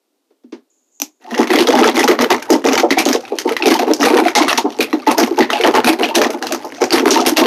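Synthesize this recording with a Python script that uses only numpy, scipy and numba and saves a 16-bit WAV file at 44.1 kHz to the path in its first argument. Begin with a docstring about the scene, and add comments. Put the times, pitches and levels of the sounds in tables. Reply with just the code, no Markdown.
"""A kitchen: a countertop blender with ice in a plastic jar. The lid is pressed on with thuds and soft rim
ticks, a thin hiss flutters, a switch snaps twice, then the slow blades knock the cubes about. Each ice crack
is a cluster of damped modes plus a treble noise burst; each thud is a swelling ring of the jar and counter.
Random small blows make the tumbling and the rattle of chips, over faint whirr and room tone of shaped noise;
the kitchen answers with a short tail of fresh noise in bands."""
import sys
import numpy as np
from scipy import signal
from scipy.fft import rfft, irfft, next_fast_len
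from scipy.io import wavfile
from scipy.ndimage import uniform_filter1d, minimum_filter1d
from numba import njit

SR = 44100
rng = np.random.default_rng(int(sys.argv[2]) if len(sys.argv) > 2 else 0)


def int16_out(signal):
    """Quantize to a 16-bit WAV file."""
    q = np.round(np.clip(np.atleast_2d(signal).T, -1, 1) * 32767)
    wavfile.write(sys.argv[1], SR, q.astype(np.int16))


N = 328986   # length in samples
TIME_S = np.arange(N) / SR


def from_db(db):
    """Level to amplitude: 20 dB is a factor of ten."""
    return 10 ** (np.asarray(db) / 20)


def rms_one(x):
    """Normalisation to unit root-mean-square."""
    return x / np.sqrt(np.mean(x ** 2) + 1e-20)


def at_hz(points, hz):
    """Spectral envelope: linear interpolation on a logarithmic frequency axis."""
    points = np.array(points)
    return np.interp(np.log(hz), np.log(points[:, 0]), points[:, 1])


def colour(x, spectrum):
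    """Linear filtering: shapes x by a spectrum in dB over Hz, keeping the power of white input."""
    size = next_fast_len(len(x))
    gain = from_db(at_hz(spectrum, np.fft.rfftfreq(size, 1 / SR) + 1))
    return irfft(rfft(x, size) * rms_one(gain), size)[:len(x)]


@njit
def add(out, at, gain, w, r):
    """Two-pole resonance: adds dying sines by start sample, height, radians and shrink per sample."""
    for k in range(len(at)):
        now, following = 0., gain[k] * np.sin(w[k])
        feedback, loss = 2 * r[k] * np.cos(w[k]), r[k] * r[k]
        for i in range(at[k], min(len(out), at[k] + int(-6 / np.log(r[k])))):   # until e^-6
            out[i] += now
            now, following = following, feedback * following - loss * now


def ring(times, db, hz, t60, scatter_db, swell_s=0):
    """Modal superposition: blows in rows, modes in columns, each ring with its own strength and sign."""
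    times, db, hz, t60 = np.broadcast_arrays(times, db, hz, t60)
    luck = rng.standard_normal(times.shape + (2,))
    gain = from_db(db + scatter_db * luck[..., 0]) * np.sign(luck[..., 1])
    gain = (gain * (hz < 15000)).ravel()
    at = (times * SR).astype(int).ravel()
    w = (2 * np.pi * hz / SR).ravel()
    r = from_db(-60 / (t60 * SR)).ravel()
    out = np.zeros(N)
    add(out, at, gain, w, r)
    if swell_s:   # a faster dying opposite sine hides the start
        add(out, at, -gain, w, r * np.exp(-1 / (swell_s * SR)))
    return out


def strike(times, peak_db, modes, favoured_hz=None, db_per_octave=0, scatter_db=2.0, detune=0.042, swell_s=0):
    """Selective modal excitation: modes far from the favoured pitch ring less; the load detunes them."""
    hz, level_db, t60 = np.transpose(modes)
    hz = hz * (1 + detune * rng.standard_normal((len(times), len(hz))))
    octaves_off = 0
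    if favoured_hz is not None:
        octaves_off = np.abs(np.log2(hz / np.reshape(favoured_hz, (-1, 1))))
    db = peak_db[:, None] + level_db - db_per_octave * octaves_off
    return ring(times[:, None], db, hz, t60, scatter_db, swell_s)


# spectral envelope of fracture noise, which also weights the ice modes: (f/Hz, relative level/dB)
SPLINTER_SPECTRUM = [(800, 7.5), (3000, -3), (6300, -2), (7500, -17.5), (10000, -13), (13500, -12),
                     (14600, -45)]
# band edges between which one splinter differs from another: (f/Hz)
SPLINTER_EDGES_HZ = [2500, 4750, 7500, 12100]


def bursts(times, peak_db, decay_s, luck_db=None):
    """Impulsive noise: starts at once and decays exponentially; luck_db sets each burst's band balance."""
    at = np.minimum((np.asarray(times) * SR).astype(int), N - 1)
    size = next_fast_len(N)
    noise = rfft(colour(rng.standard_normal(N), SPLINTER_SPECTRUM), size)
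    band = np.searchsorted(SPLINTER_EDGES_HZ, np.fft.rfftfreq(size, 1 / SR))
    if luck_db is None:
        band = band * 0   # a single band
    out = 0
    for k in range(band.max() + 1):
        band_db = 0 if luck_db is None else luck_db[:, k]
        clicks = np.bincount(at, from_db(peak_db + band_db), N)
        envelope = signal.lfilter([1], [1, -np.exp(-1 / (decay_s * SR))], clicks + 1e-18)
        out = out + envelope * irfft(noise * (band == k), size)[:N]
    return out


# spectral envelope of the room tone: (f/Hz, relative level/dB)
ROOM_TONE_SPECTRUM = [(100, -25), (274, -5), (1730, -27.5), (3840, -25), (13000, -31), (15000, -29)]


def room_tone():
    """Stationary random noise: a steady, faint background of fixed spectrum."""
    return from_db(-68.5) * colour(rng.standard_normal(N), ROOM_TONE_SPECTRUM)


# decay times of the tail before it is cut short: (f/Hz, T60/s)
KITCHEN_T60 = [(200, 0.24), (14000, 0.13)]
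TAIL_HOLD_S, TAIL_FADE_S = 0.0092, 0.085   # centre and breadth of the cut


def kitchen(x):
    """Energy decay: in each band fresh noise follows past energy; cut short, it leaves a faint late fall."""
    step, tail = 64, 0   # samples per energy frame
    edges = 170 * 2 ** np.arange(0, 6.7, 1 / 3)   # third octaves
    t = np.arange(200) * step / SR
    white = rng.standard_normal((2, N))
    for k, (low, high) in enumerate(zip(edges, edges[1:])):
        band = signal.butter(2, [low, high], "band", fs=SR, output="sos")
        power = uniform_filter1d(signal.sosfilt(band, x) ** 2, size=step)[::step]
        fall = from_db(-120 * t / at_hz(KITCHEN_T60, np.sqrt(low * high)))   # power, hence 120
        fall = fall * np.clip(t / 0.00067, 0, 1) ** 2
        fall = fall * (0.02 + 1 / (1 + np.exp((t - TAIL_HOLD_S) / TAIL_FADE_S * 2)))
        held = np.convolve(power, fall / fall.sum())[:len(power)]
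        level = np.interp(np.arange(N) / step, np.arange(len(held)), np.sqrt(np.abs(held)))
        tail = tail + level * rms_one(signal.sosfilt(band, white[k % 2]))
    return tail


# hand pressing the lid home: (t/s, relative thud level/dB, relative rim tick level/dB, favoured f/Hz)
LID = [(0.305, -47.5, -61, 400), (0.436, -29, -58, 234), (.523, -19, -33, 287)]
# modes of jar and counter before detuning: (f/Hz, relative level/dB, T60/s)
JAR = [(237.2, -2, 0.15), (272.9, 3.5, 0.063), (333.3, 4, 0.098), (387.8, 0, 0.089), (454.7, 5.5, 0.063),
       (598.7, -4, 0.11), (726, 1.5, 0.084), (788.6, -2.5, 0.056), (878.3, 2, 0.09), (1051.6, -7, 0.069),
       (1245, -2, 0.038)]
SWELL_S = 0.0033   # a soft contact takes this long to set the jar ringing


def lid():
    """Soft-contact excitation: the lid thuds on the jar's modes while its rim ticks as dulled noise."""
    s, thud_db, tick_db, hz = np.transpose(LID)
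    thud = strike(s, thud_db, JAR, hz, db_per_octave=19.5, scatter_db=1.5, detune=0, swell_s=SWELL_S)
    dull = signal.butter(2, 5000, fs=SR, output="sos")
    return thud + signal.sosfilt(dull, bursts(s, tick_db, decay_s=0.021))


# level curve of a faint narrow hiss, before its flutter: (t/s, level/dB)
THIN_HISS = [(0.7, -64), (.86, -72), (1.0, -51.5), (1.22, -73)]
HISS_HZ, HISS_WIDTH_HZ = 6840, 700


def thin_hiss():
    """Narrow-band noise: one band of random noise whose level flutters."""
    edges = [HISS_HZ - HISS_WIDTH_HZ / 2, HISS_HZ + HISS_WIDTH_HZ / 2]
    band = signal.butter(2, edges, "band", fs=SR, output="sos")
    s, db = np.transpose(THIN_HISS + [(THIN_HISS[-1][0] + .05, -120)])   # fades out at the end
    flutter_db = 3.2 * rms_one(uniform_filter1d(rng.standard_normal(N), size=SR // 40))
    level = from_db(np.interp(TIME_S, s, db, left=-120) + flutter_db)
    return level * rms_one(signal.sosfilt(band, rng.standard_normal(N)))


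# two snaps of the switch: (t/s, relative level/dB)
SWITCH = [(1.0005, -16.5), (1.018, -3)]
# modes of the switch: (f/Hz, relative level/dB, T60/s)
SWITCH_MODES = [(6070, 3.5, 0.014), (4240, -10, 0.0072), (2500, -7, 0.0076), (12100, -2.5, 0.0073),
                (816, -22, 0.081), (280, -10.5, 0.063)]


def switch():
    """Impact excitation: each snap rings fixed modes and adds a short noise burst."""
    s, db = np.transpose(SWITCH)
    snap = strike(s, db - 2.5, SWITCH_MODES, scatter_db=0, detune=0)
    return snap + bursts(s, db - 15.0, decay_s=0.0024)


# the blades catch the load and it tumbles for a moment: (t/s, length/s, relative shaking level/dB)
TUMBLES = [(1.333, 0.013, -11.5), (1.378, 0.06, -10.5), (1.506, 0.12, -5), (1.675, 0.22, -4.5),
           (1.95, 0.093, -5), (2.081, 0.057, -12), (2.193, 0.044, -4), (2.309, 0.027, -4.5),
           (2.499, 0.056, -10.5), (2.646, .11, -7), (2.781, 0.028, -10), (2.977, 0.019, -4.5),
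           (3.058, 0.097, -9), (3.477, 0.044, -12.5), (3.604, 0.043, -14), (3.659, 0.087, -5),
           (3.795, 0.028, -9.5), (3.864, 0.054, -14.5), (3.999, .28, -7.5), (4.356, 0.08, -6.5),
           (4.472, 0.056, -12.5), (4.573, 0.013, -9), (4.804, 0.021, -14.5), (5.072, 0.052, -6),
           (5.179, 0.054, -6.5), (5.244, 0.033, -16.5), (5.379, 0.046, -8), (5.501, 0.18, -12.5),
           (5.63, 0.062, -7), (5.743, 0.038, -4), (5.843, 0.091, -8.5), (5.993, 0.052, -9),
           (6.079, 0.022, -11.5), (6.149, 0.11, -7), (6.297, 0.052, -17), (6.418, 0.13, -18),
           (6.812, 0.031, -9), (6.921, 0.076, -7.5), (7.056, .16, -6.5), (7.256, 0.071, -9.5),
           (7.367, 0.09, -7)]
START_S, SPIN_UP_DB_PER_S = 1.2, 293   # the blades begin to turn; the shaking climbs to the first tumble
CATCH_DB_PER_S, SETTLE_DB_PER_S = 1500, 478   # rise before a tumble, fall after it
LULL_DB = -31.5   # relative shaking between tumbles


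def shaking_db():
    """Level envelope: each tumble rises fast, holds and settles; the strongest one sets the shaking."""
    t = np.arange(0, N, 32) / SR
    s, length, db = np.transpose(TUMBLES)[..., None]
    rise = CATCH_DB_PER_S * np.maximum(s - t, 0)
    settle = SETTLE_DB_PER_S * np.maximum(t - s - length, 0)
    tumbling = np.maximum((db - rise - settle).max(axis=0), LULL_DB)
    spin_up = np.where(t > START_S, db[0] - SPIN_UP_DB_PER_S * (s[0] - t), -120)
    return np.interp(TIME_S, t, np.where(t < s[0], spin_up, tumbling))


def random_blows(per_s, spread_db):
    """Poisson-like process: times and uneven strengths of small collisions."""
    times = np.flatnonzero(rng.random(N) < per_s / SR) / SR
    return times, spread_db * np.minimum(rng.exponential(1, len(times)), 3.0)


def latest(events, times):
    """Causality: row of the last event before each time, or the first row if there is none."""
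    return np.clip(np.searchsorted(np.array(events)[:, 0], times) - 1, 0, None)


# modes of a chunk, before small detuning: (multiple of its reference f, relative level/dB, T60/cycles)
ICE = [(0.616, -4, 12), (1.004, 0, 46), (1.451, -8.5, 78), (1.7, -4, 30), (2.1, -13.5, 120),
       (2.9, -19, 120)]


def ice(times, peak_db, chunk, balance_db):
    """Modal scaling: smaller chunks ring higher, and each keeps its own balance of modes as it chatters."""
    multiple, level_db, cycles = np.transpose(ICE)
    detune = 1 + 0.03 * rng.standard_normal((len(times), len(ICE)))
    hz = np.array(CRACKS)[chunk, 2:3] * multiple * detune
    db = peak_db[:, None] + level_db + balance_db[chunk] + at_hz(SPLINTER_SPECTRUM, hz)
    return ring(times[:, None], db, hz, cycles / hz, scatter_db=3.5)


DEBRIS_DB = -39   # relative rattle of chips between tumbles
ICE_JOINS_DB_PER_S = 101   # the cubes begin to rattle later than the jar begins to shake
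SAME_CHUNK = 0.46   # share of rattle blows assigned to the chunk that cracked last; the rest are random


def jar_rumble():
    """Random modal excitation: tumbling pieces ring the jar in the colour of the last big blow."""
    s, db = random_blows(110, 3.8)
    early_s = np.maximum(TUMBLES[0][0] - s, 0)[:, None]
    duller = 1.25 + 60 * early_s   # slow blades stir only the low rings
    hz = np.array(THUDS)[latest(THUDS, s), 2]
    rumble = strike(s, db, JAR, hz, db_per_octave=duller, scatter_db=9.5, swell_s=SWELL_S)
    # level the rumble so that the churn alone sets its strength
    return rumble / np.sqrt(uniform_filter1d(rumble ** 2, size=SR // 20) + 1e-9)


def ice_rattle(balance_db):
    """Dense random impacts: chips ring and splinter too often to be heard one by one."""
    s, db = random_blows(520, 6.4)
    any_chunk = rng.integers(0, len(CRACKS), len(s))
    chunk = np.where(rng.random(len(s)) < SAME_CHUNK, latest(CRACKS, s), any_chunk)
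    ringing = rms_one(ice(s, db, chunk, balance_db))
    splinters = rms_one(bursts(s, db, decay_s=0.0022, luck_db=1.53 * balance_db[chunk]))
    rattle = ringing + from_db(2.5) * splinters
    # level the rattle partly, so that single blows stand out less
    return rms_one(rattle / (uniform_filter1d(rattle ** 2, size=SR // 30) + 1e-9) ** 0.1)


def churn(balance_db):
    """Level-dependent spectrum: ice grows faster than jar rumble, so a harder churn is brighter."""
    churn_db = shaking_db()
    late_db = ICE_JOINS_DB_PER_S * np.maximum(TUMBLES[0][0] - TIME_S, 0)
    rattle_db = np.maximum(1.264 * churn_db - 8.5, np.minimum(DEBRIS_DB, churn_db)) - late_db
    # unlike the rumble, the rattle is normalised as a whole
    return from_db(churn_db - 5.0) * jar_rumble() + from_db(rattle_db) * ice_rattle(balance_db)


# ice cracking on blade or wall:
# (t/s, relative level/dB, reference f of the chunk/Hz, relative splinter level against the crack/dB)
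CRACKS = [(1.343, -11.5, 1900, -44), (1.473, -12.5, 2150, -12), (1.5044, -2, 1990, -42),
          (1.587, -7, 2960, -25), (1.672, -0.5, 3350, -19), (1.8887, -0.5, 2190, -33),
          (1.992, 2, 1970, -20), (2.0775, 12.5, 2000, -18), (2.304, -11, 2030, -3),
          (2.4249, -19, 1590, -10), (2.503, -0.5, 2046, -5.5), (2.7771, -6, 2210, -9),
          (2.798, -8, 2160, -22), (2.9062, -2, 2070, -12), (2.9847, 1, 2230, -9.5), (3.0543, 2, 6400, -24),
          (3.088, 0, 5470, -17), (3.1289, -8.5, 4600, -8), (3.252, -14, 2500, -42),
          (3.3863, -3.5, 3030, -17), (3.478, -22, 2100, -33), (3.5663, -2.5, 1900, -21),
          (3.6236, -5, 2570, -45), (3.6652, -7, 2280, -7.5), (3.708, -7.5, 2090, -5),
          (3.741, 0.5, 2970, -16), (3.791, -6.5, 2660, -15), (3.936, -0.5, 5570, -22),
          (4.031, -1, 1900, -18), (4.053, 0.5, 2430, -15.5), (4.283, -3, 2280, -22), (4.3518, 7, 2140, -7),
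          (4.481, 4, 1940, -17.5), (4.494, 5, 2670, -25), (4.5294, -1, 1830, -19.5),
          (4.576, -2.5, 5660, -10.5), (4.7883, -5, 4400, -42), (4.806, 3, 2350, -17.5),
          (4.9296, -4, 1904, -27), (5, -18, 2650, -66.5), (5.181, -9.5, 5160, -3), (5.4067, -7, 1940, -15),
          (5.5026, -1, 2020, -23), (5.532, -4.5, 2720, -22.5), (5.611, -8, 2270, -15),
          (5.637, -1, 2960, -26), (5.8448, -2, 2500, -17), (5.8717, 12, 2480, -15),
          (6.0329, 2.5, 2780, -42), (6.1529, -2, 3830, -6), (6.216, -10.5, 1750, -4),
          (6.3038, -23, 1457, -1), (6.426, -6, 2820, -23), (6.469, -14, 2810, -10),
          (6.5225, -4.5, 4970, -11.5), (6.649, -12.5, 7700, -24), (6.7476, -13.5, 6070, -32),
          (6.907, -2, 4420, -35), (6.926, 6.5, 4740, -19.5), (6.982, -4, 3300, -20), (7.107, 6, 5660, -17),
          (7.263, 11, 5470, -14.5), (7.3697, 7.5, 2820, -11)]


def cracks(balance_db):
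    """Brittle fracture: a chunk rings and splinters in the treble, then chatters in weaker after-blows."""
    s, db, _, splinter_db = np.transpose(CRACKS)
    chunk = np.arange(len(s))
    lag, loss = np.moveaxis(rng.random((len(s), 7, 2)), -1, 0)   # seven after-blows each
    later = s[:, None] + .003 + 0.036 * lag
    weaker_db = db[:, None] - 9.0 - 15.2 * loss - 9.0 * lag
    s, db = np.append(s, later), np.append(db, weaker_db)
    chunk = np.append(chunk, np.repeat(chunk, 7))
    burst_db = db + splinter_db[chunk] + 11.5
    splinters = bursts(s, burst_db, decay_s=0.0039, luck_db=1.01 * balance_db[chunk])
    treble = signal.lfilter(*signal.butter(1, 3000, "high", fs=SR), splinters)
    return ice(s, db - 3.5, chunk, balance_db) + treble


# cubes thudding on the jar: (t/s, relative level/dB, favoured f/Hz)
THUDS = [(1.388, -1, 258), (1.811, -7, 384), (2.086, 4, 443), (2.306, -5, 920), (2.501, 6, 394),
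         (2.651, -5.5, 435), (2.834, -2, 600), (2.908, -6, 264), (3.061, -10, 385), (3.32, -11.5, 483),
         (3.452, -10, 390), (3.661, 0, 403), (3.704, -11, 340), (3.825, -7.5, 523), (3.875, -8, 370),
         (3.904, -8.5, 378), (4.133, -6, 363), (4.185, -7, 690), (4.356, 2, 870), (4.643, -10.5, 346),
         (4.657, -10, 870), (4.79, -9, 422), (4.931, -7.5, 256), (5.073, -8.5, 380), (5.181, -8, 660),
         (5.214, -10.5, 443), (5.31, -11, 327), (5.396, -3, 304), (5.634, -10, 398), (5.68, -9, 454),
         (5.752, -8, 385), (5.87, -1.5, 645), (6.349, -18, 332), (6.525, -14, 317), (6.645, -16, 795),
         (6.817, -4, 415), (6.929, -7, 370), (7.023, -8.5, 297), (7.057, -3.5, 430), (7.196, -8, 230),
         (7.269, -8.5, 345), (7.409, -3, 277)]


def thuds():
    """Extended contact: the jar is pushed several times in a few milliseconds, so its ring swells."""
    s, db, hz = np.transpose(THUDS)
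    s = s - SWELL_S / 2   # the push begins before the ring is heard
    out = strike(s, db + 1.0, JAR, hz, db_per_octave=15.0, swell_s=SWELL_S)
    for _ in range(2):
        again = s + rng.uniform(0.003, 0.011, len(s))
        out = out + strike(again, db - 13.5, JAR, hz, db_per_octave=1.5, swell_s=SWELL_S)
    return out


# spectral envelope of the whirr: (f/Hz, relative level/dB)
MOTOR_SPECTRUM = [(300, 6), (1500, -30.5), (6300, -34.5), (9000, -55)]
WHIRR_DB, WHIRR_START_S, FADE_IN_S = -37.5, 1.5, 0.14


def motor():
    """Broadband noise: a faint, even whirr that fades in under the ice once the tumbling has begun."""
    fade = np.clip((TIME_S - WHIRR_START_S) / FADE_IN_S, 0, 1)
    return from_db(WHIRR_DB) * fade ** 2 * colour(rng.standard_normal(N), MOTOR_SPECTRUM)


def scene():
    """Superposition: direct sounds, the kitchen's tail and the room tone add linearly."""
    balance_db = 3.4 * rng.standard_normal((len(CRACKS), len(ICE)))   # each chunk has its own shape
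    quiet = room_tone()
    blender = lid() + switch() + churn(balance_db) + cracks(balance_db) + thuds()
    tail = from_db(-9.0) * kitchen(blender + quiet)
    return (quiet + tail + thin_hiss() + blender + motor())[None]


BASS_CUT_HZ, TREBLE_STOP_HZ = 239.2, 15700 * 1.03


def record(dry):
    """Band limiting and gain control: bass cut but for a small bump, fast limiter on loud blows, top cut."""
    bump = signal.sosfilt(signal.butter(2, [108, 135], "band", fs=SR, output="sos"), dry)
    x = signal.sosfilt(signal.butter(10, BASS_CUT_HZ, "high", fs=SR, output="sos"), dry)
    x = x + from_db(-13.0) * bump
    gain = minimum_filter1d(np.minimum(1, 1.02 / (np.abs(x) + 1e-9)), size=200)
    x = np.clip(x * uniform_filter1d(gain, size=160), -.98, .98)
    return signal.sosfilt(signal.cheby2(12, 70, TREBLE_STOP_HZ, fs=SR, output="sos"), x)


dry = scene()
out = record(dry)
int16_out(out)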